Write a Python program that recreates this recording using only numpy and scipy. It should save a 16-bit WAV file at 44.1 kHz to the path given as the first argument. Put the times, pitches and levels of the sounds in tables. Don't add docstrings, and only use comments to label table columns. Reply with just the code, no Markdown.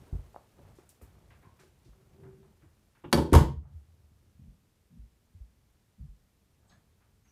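import sys
import numpy as np
from scipy import signal
from scipy.fft import rfft, irfft
from scipy.io import wavfile
from scipy.ndimage import uniform_filter1d

SR = 44100
rng = np.random.default_rng(int(sys.argv[2]) if len(sys.argv) > 2 else 0)


def to_linear_factor(level_db):
    exponent = np.asarray(level_db, float) / 20
    return 10 ** exponent


def bounce(signal):
    frames = np.transpose(np.atleast_2d(signal))
    limited = np.clip(frames, -1, 1)
    pcm = np.round(limited * 32767).astype(np.int16)
    wavfile.write(sys.argv[1], SR, pcm)


N = 322371
T = np.arange(N) / SR
HALF = SR // 2
T_HALF = T[:HALF]
DECADE = np.log(1000)
SHUT_S = 3.3


def unit(x):
    return x / np.sqrt(np.mean(x ** 2))


def coloured(db_of_hz, size=N):
    hz = np.maximum(np.arange(size // 2 + 1) * SR / size, 1)
    spectrum = rfft(rng.standard_normal(size)) * to_linear_factor(db_of_hz(hz))
    return unit(irfft(spectrum, size))


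def table(points):
    hz, db = np.transpose(points)
    return lambda f: np.interp(np.log(f), np.log(hz), db)


def hump(centre_hz, octaves):
    return lambda f: np.maximum(-12 * (np.log2(f / centre_hz) / octaves) ** 2, -150)


def ring(force, modes):
    out = 0
    for k, (hz, db, t60) in enumerate(modes):
        pole = np.exp(2j * np.pi * hz / SR - DECADE / (t60 * SR))
        mode = signal.lfilter([1], [1, -pole], force).imag
        out = out + (-1) ** k * to_linear_factor(db) * mode
    return out


def add(out, s, sound):
    i = int(s * SR)
    out[i:i + len(sound)] += sound[:N - i]


def burst(rise_ms, t60):
    rise = 1 - np.exp(-(T_HALF * 1000 / rise_ms) ** 2)
    shape = rise * np.exp(-DECADE * T_HALF / t60)
    return shape / shape.max()


def thud(out, s, db, hz, t60, rise_ms, way=1, grit=0):
    sag_s = 0.0016 * (1 - np.exp(-T_HALF / 0.0097))
    rough = np.clip(grit + (hz - 70) / 160, 0, .7)
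    tone = way * np.sin(2 * np.pi * hz * (T_HALF + sag_s))
    rumble = coloured(hump(hz, 0.46), size=HALF)
    add(out, s, to_linear_factor(db) * burst(rise_ms, t60) * ((1 - rough) * tone + rough * rumble))


# start in seconds, body level in dB, crack level in dB, contact in ms, direction.
LEAF_KNOCKS = [(3.038, -47.5, -77, 0.4, -1), (3.044, -45, -79, 0.31, -1), (3.052, -50, -77.5, 2.3, 1),
               (3.127, -23.5, -13.5, 1.09, -1), (3.1297, -18, -21.5, 0.8, 1), (3.1348, -19, -27, 0.75, 1),
               (3.146, -25.5, -35, 0.19, -1), (3.174, -19, -32.5, 0.54, 1), (3.207, -30, -49, 4.1, -1),
               (3.323, -23.5, -48, 1.6, -1), (3.33, -19.5, -18.5, 1.2, 1), (3.3371, -9.5, -20, 1.1, -1),
               (3.3393, -14, -26, 0.67, -1), (3.348, -14.5, -20.5, 0.7, -1),
               (3.3517, -12.5, -17.5, 0.43, 1), (3.358, -21, -24.5, 1.2, 1), (3.366, -26.5, -31, 1.1, -1)]
# frequency in Hz, level in dB, t60 in seconds.
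LEAF_MODES = [(135, -3, 0.15), (161.3, -9, 0.33), (219, 0, 0.053), (275, -1, 0.16), (344.5, -1, 0.17),
              (430.5, -2.5, .1), (507, -2.5, 0.046), (600, -5, 0.032), (760, -8, 0.051), (858, -9, 0.082),
              (925.3, -3, 0.063), (1064, -6, .05), (1238, -7.5, 0.018), (1404, -10, 0.016),
              (1730, -12, 0.0077), (2386, -19.5, 0.027), (2840, -14.5, .04)]
# frequency in Hz, density in dB per Hz.
KNOCK_CRACK = [(180, -20.5), (300, -10), (1060, -9.5), (1460, -13.5), (2280, -19.5), (4500, -16.5),
               (5100, -24.5), (11300, -26), (14500, -34.5), (16000, -56.5)]
# frequency in Hz, density in dB per Hz.
SLAM_CRACK = [(180, -34), (300, -26.5), (470, -15), (689, -19.5), (1000, -9), (1720, -15), (1970, -21.5),
              (2880, -20.5), (5600, -28), (14200, -32.5), (16000, -57)]
RATTLE_S, RATTLE_S_PER_MS = .012, 0.027


def door():
    push, crack = np.zeros(N), np.zeros(N)
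    for s, body_db, crack_db, contact_ms, way in LEAF_KNOCKS:
        blow = np.hanning(int(contact_ms * SR / 1000) + 3)
        add(push, s, way * to_linear_factor(body_db) * blow / blow.sum())
        grains = to_linear_factor(4.0 * coloured(hump(250, 1.0), size=HALF))
        splinter = coloured(table(KNOCK_CRACK if s < SHUT_S else SLAM_CRACK), size=HALF)
        rattle = burst(.4, RATTLE_S + RATTLE_S_PER_MS * contact_ms)
        add(crack, s, to_linear_factor(crack_db) * rattle * grains * splinter)
    return ring(push, LEAF_MODES), crack


LATCH_STRIKES = [
    3.129,
    3.176,
]
# frequency in Hz, level in dB, t60 in seconds.
LATCH_MODES = [(2950, -7, .04), (3420, -8, .03), (4020, -6, .03), (4560, 0, .07), (4640, -5, .05),
               (5280, -4, .04)]


def latch():
    tongue = np.zeros(N)
    for s, db in zip(LATCH_STRIKES, (-49, -57)):
        add(tongue, s, to_linear_factor(db) * burst(0.77, .07) * rng.standard_normal(HALF))
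    return ring(tongue, LATCH_MODES)


# start in seconds, level in dB, pitch in Hz, rise in ms, direction.
WALL_BOOMS = [(3.04, -52, 71.6, 9.9, 1), (3.138, -19.5, 75.2, 38, 1), (3.327, -7, 69.7, 3.8, 1),
              (3.35, -3.5, 64.96, 1.5, 1), (3.3588, 2.5, 76.3, 3.4, -1), (3.381, -10, 135, 16, 1),
              (3.398, -8.5, 73, 5.7, -1), (3.428, -16.5, 65.8, 10.8, 1), (3.552, -30, 67.24, 15.2, 1),
              (3.629, -36, 73.8, 14, 1), (3.74, -39, 75.75, 19, 1)]
T60_S_PER_RISE_MS = 0.0071
WALL_T60_S = .09


def wall():
    out = np.zeros(N)
    for s, db, hz, rise_ms, way in WALL_BOOMS:
        thud(out, s, db, hz, WALL_T60_S + T60_S_PER_RISE_MS * rise_ms, rise_ms, way)
    return out


# start in seconds, joist
# level in dB, joist pitch in Hz, boards level in dB, rise in ms.
FOOT_CONTACTS = [(0.121, -24.5, 52.7, -42, 3.6), (.144, -25.5, 66, -45, 3.75),
                 (0.181, -32.5, 51.7, -67, 3.9), (0.57, -62, 112, -53.5, 16.7),
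                 (1.017, -41.5, 64.4, -49, 5.4), (1.21, -54, 108, -60, 2.8), (1.43, -75, 90, -54, 4),
                 (1.462, -52.5, 90, -58, 4.9), (1.601, -69, 100, -61, 7.6), (1.85, -50.5, 52.5, -55, 19),
                 (2.175, -54, 88, -54, 16), (2.239, -57, 150, -50.5, 28.3), (2.622, -54.5, 82.6, -55, 16),
                 (4.385, -45, 75.2, -51, 16.76), (4.446, -46.5, 48.7, -54.5, 15),
                 (4.904, -51.5, 104, -54.5, 23.7), (4.95, -42, 55, -57.5, 17.8),
                 (5.024, -47, 60.8, -75, 4.8), (5.33, -42.5, 84.5, -65, 9.8), (5.385, -38, 57.3, -67, 10.5),
                 (5.97, -35, 63.26, -54, 16.7), (5.975, -36.5, 124, -61, 20), (6.06, -41, 45.5, -66, 13.4),
                 (6.699, -62, 110.7, -66, 17.4)]
# frequency in Hz, level in dB, t60 in seconds.
NEAR_BOARDS = [(124, -1.5, 0.24), (196.7, -11.5, 0.18), (338.4, -7, 0.12)]
# frequency in Hz, level in dB, t60 in seconds.
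BOARDS_BEYOND = [(124, 1, 0.28), (190.8, -2, 0.32), (245, -27, .09)]
JOIST_T60_S = 0.034
WEIGHT_LAG = 1.5


def footsteps():
    out = np.zeros(N)
    for s, joist_db, joist_hz, boards_db, rise_ms in FOOT_CONTACTS:
        weight_s = s + WEIGHT_LAG * rise_ms / 1000
        joist_t60 = JOIST_T60_S + T60_S_PER_RISE_MS * rise_ms
        thud(out, weight_s, joist_db, joist_hz, joist_t60, rise_ms, grit=0.17 * (s > SHUT_S))
        for hz, db, t60 in (NEAR_BOARDS if s < SHUT_S else BOARDS_BEYOND):
            thud(out, s, boards_db + db, hz, t60, rise_ms, grit=0.2)
    return out


# start in seconds, level in dB, pitch in Hz, t60 in seconds.
WOOD_POPS = [(0.3448, -42, 770, 0.0089), (0.3618, -31.5, 745, 0.0057), (.371, -55, 890, 0.021),
             (0.7856, -45.5, 370, 0.03), (.7858, -55, 950, 0.011), (1.014, -51, 470, .03),
             (1.6355, -52, 420, 0.0044), (2.2332, -65, 1100, .01), (3.324, -5, 300, .03),
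             (3.3356, -9.5, 1000, 0.017), (3.3385, -12.5, 1200, .014), (3.3431, -19, 756, .02),
             (3.3483, -11, 425, 0.038), (3.3494, -15.5, 894.4, .03), (3.3517, -12.5, 1116, .025)]


def pops():
    out = np.zeros(N)
    for s, db, hz, t60 in WOOD_POPS:
        rise_ms = 480 / hz
        add(out, s, -to_linear_factor(db) * burst(rise_ms, t60) * np.sin(2 * np.pi * hz * T_HALF))
    return out


def puff(out, s, db, hz, octaves, rise_ms, t60):
    add(out, s, to_linear_factor(db) * burst(rise_ms, t60) * coloured(hump(hz, octaves), size=HALF))


# start in seconds, level in dB, centre in Hz,
# width in octaves, t60 in seconds.
METAL_TICKS = [(.892, -47.5, 8950, 0.28, 0.0069), (0.892, -62, 7060, 2.1, 0.15),
               (1.012, -64.5, 9900, 1.5, 0.21), (1.435, -67, 1005, 0.21, 0.52), (1.595, -61, 365, .2, 0.35),
               (1.93, -68.5, 1200, 0.68, 0.064), (3.041, -52, 1218, 1.2, 0.08),
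               (3.038, -64.5, 2870, 0.37, 0.22), (3.115, -60, 5000, 2.2, .07),
               (3.312, -50.5, 1797, 1.9, .25), (3.3319, -24.5, 6535, .16, 0.0056),
               (6.685, -73.5, 6490, .03, 0.28), (6.69, -70.5, 4000, 0.51, .26),
               (6.714, -73, 1750, 0.14, 0.27), (6.67, -78, 7860, 0.11, 0.32),
               (7.23, -79, 6400, 0.028, 0.53), (7.268, -75.5, 5830, .06, 0.39)]


def ticks():
    out = np.zeros(N)
    for s, db, hz, octaves, t60 in METAL_TICKS:
        puff(out, s, db, hz, octaves, rise_ms=24 * t60, t60=t60)
    return out


# start in seconds, level in dB, centre in Hz, rise in ms.
CLOTH_SCUFFS = [(0.126, -62, 500, 3.2), (.555, -65, 460, 28), (.64, -70.5, 900, 11), (0.739, -73, 6000, 23),
                (.785, -67, 880, 1.5), (1.012, -65.5, 1150, 0.93), (1.303, -63, 1340, 1.2),
                (1.425, -66, 1090, 2.4), (1.591, -63.5, 1420, 1.2), (1.595, -66.5, 5350, 0.98),
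                (1.843, -73, 4000, 4.5), (2.15, -74, 600, 11), (2.232, -61.5, 785, 1.4),
                (2.421, -72, 850, 6.7), (2.62, -70.5, 1090, 1.1), (2.949, -69, 1204, 2.2),
                (3.62, -66.5, 702, 17), (6.6, -76.5, 600, 59), (6.69, -68.5, 935, 20),
                (6.999, -76, 1201, 17), (7.241, -75.5, 1310, 14.5)]


def scuffs():
    out = np.zeros(N)
    for s, db, hz, rise_ms in CLOTH_SCUFFS:
        puff(out, s, db, hz, 1.4, rise_ms, t60=0.34)
    return out


# time in seconds, level in dB.
SWING_PUSH = [
    (1.92, -82),
    (2.024, -74.5),
    (2.126, -75.5),
    (2.239, -60.5),
    (2.368, -64.5),
    (2.518, -72),
    (2.6, -89),
]
# frequency in Hz, level in dB, t60 in seconds.
SWING_MODES = [(150, 0, 0.26), (212, -4.5, .2), (315.3, -10, 0.15), (383, 0.5, 0.26), (500, -14.5, 0.26)]


def swing():
    s, db = np.transpose(SWING_PUSH)
    hum = ring(rng.standard_normal(N), SWING_MODES)
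    hum = hum / np.sqrt(uniform_filter1d(hum ** 2, size=4000))
    return to_linear_factor(np.interp(T, s, db, -120, -120) + 6.5) * hum


# time in seconds, level in dB.
BODY_MOTION = [(0.0, -55), (0.33, -64), (0.5, -70.5), (0.69, -54), (0.9, -69.5), (1.11, -58), (1.5, -60.5),
               (1.72, -66.5), (2.2, -58), (2.6, -68), (3.0, -72), (3.72, -64.5), (4.4, -66), (4.75, -72.5),
               (5.6, -70.5), (5.9, -72.5), (6.75, -68.5), (7.31, -69)]
# centre in Hz, width in octaves, level close by in dB,
# level far off in dB, share of the motion.
STIR_LAYERS = [(80, 1.3, -64, -65, 1), (358, 1.8, -66.5, -82, .5), (1700, 1.7, -74, -93.5, 0.2),
               (7478, 1.8, -74.5, -90.5, 0.055)]
START_M, WALK_M_S, SHUT_DOOR_DB = 0.59, 0.8, -12.5


def stir():
    motion_db = np.interp(T, *np.transpose(BODY_MOTION)) + 61.5
    near = START_M / (START_M + WALK_M_S * T)
    near = near * np.where(T > SHUT_S, to_linear_factor(SHUT_DOOR_DB), 1)
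    out = np.zeros(N)
    for hz, octaves, close_db, far_db, share in STIR_LAYERS:
        flicker_db = 2.5 * coloured(hump(11, 4.5))
        size = near * to_linear_factor(close_db) + (1 - near) * to_linear_factor(far_db)
        out += size * to_linear_factor(share * motion_db + flicker_db) * coloured(hump(hz, octaves))
    return out


def shudder():
    since_s = np.maximum(T - SHUT_S, 0)
    fall = (T > SHUT_S) * np.exp(-DECADE * since_s / 2.8)
    return to_linear_factor(-48) * fall * coloured(hump(80.5, .35))


# frequency in Hz, density in dB per Hz.
HOUSE_TONE = [(15, -34), (25, -2), (87, -0.5), (166, -15.5), (206, -5.5), (270, -16), (309, -14.5),
              (463, -17.5), (545, -22), (734, -23.5), (13200, -32.5), (16000, -37.5)]


def still_house():
    return to_linear_factor(-71) * coloured(table(HOUSE_TONE))


# frequency in Hz, t60 in seconds.
HALL_DECAY = [(100, 0.75), (300, 0.38), (1000, 0.33), (4000, .33), (12000, 0.24)]


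def hall(x):
    tail = 0
    for hz in 63 * 2. ** np.arange(9):
        t60 = table(HALL_DECAY)(hz)
        band = coloured(hump(hz, 1.0), size=HALF)
        tail = tail + np.sqrt(hz / t60) * band * np.exp(-DECADE * T_HALF / t60)
    tail = tail * (1 - np.exp(-T_HALF / 0.002))
    tail = tail * np.exp(-(T_HALF / 0.3) ** 2)
    return signal.fftconvolve(x, tail / np.sqrt(np.sum(tail ** 2)))[:N]


def scene():
    leaf, crack = door()
    tongue = latch()
    low = wall() + footsteps()
    small = pops() + ticks() + scuffs()
    flutter = 1 + 1.1 * coloured(hump(35, 1.2))
    send = to_linear_factor(-5.0) * flutter * (leaf + crack)
    send = send + to_linear_factor(-17.5) * tongue + to_linear_factor(-8.5) * small + to_linear_factor(-12.5) * low
    direct = leaf + crack + tongue + small + low
    background = swing() + stir() + shudder() + still_house()
    return (direct + hall(send) + background)[None]


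def low_pass(x):
    return signal.sosfilt(signal.butter(12, 16510, fs=SR, output="sos"), x)


def record(dry):
    heard = signal.sosfilt(signal.butter(2, 32, "high", fs=SR, output="sos"), dry)
    heard = signal.sosfilt(signal.ellip(5, .3, 14, 15250, fs=SR, output="sos"), heard)
    loud = uniform_filter1d(heard[0] ** 2, size=512) > to_linear_factor(-24) ** 2
    hold = np.ones(int(.23 * SR))
    held = signal.fftconvolve(1. * loud, hold)[:N] > .5
    gain_db = -6.0 * uniform_filter1d(1. * held, int(.09 * SR))
    mix = np.tanh(1.119 * heard * to_linear_factor(gain_db)) / 1.054
    return low_pass(mix)


dry = scene()
out = record(dry)
bounce(out)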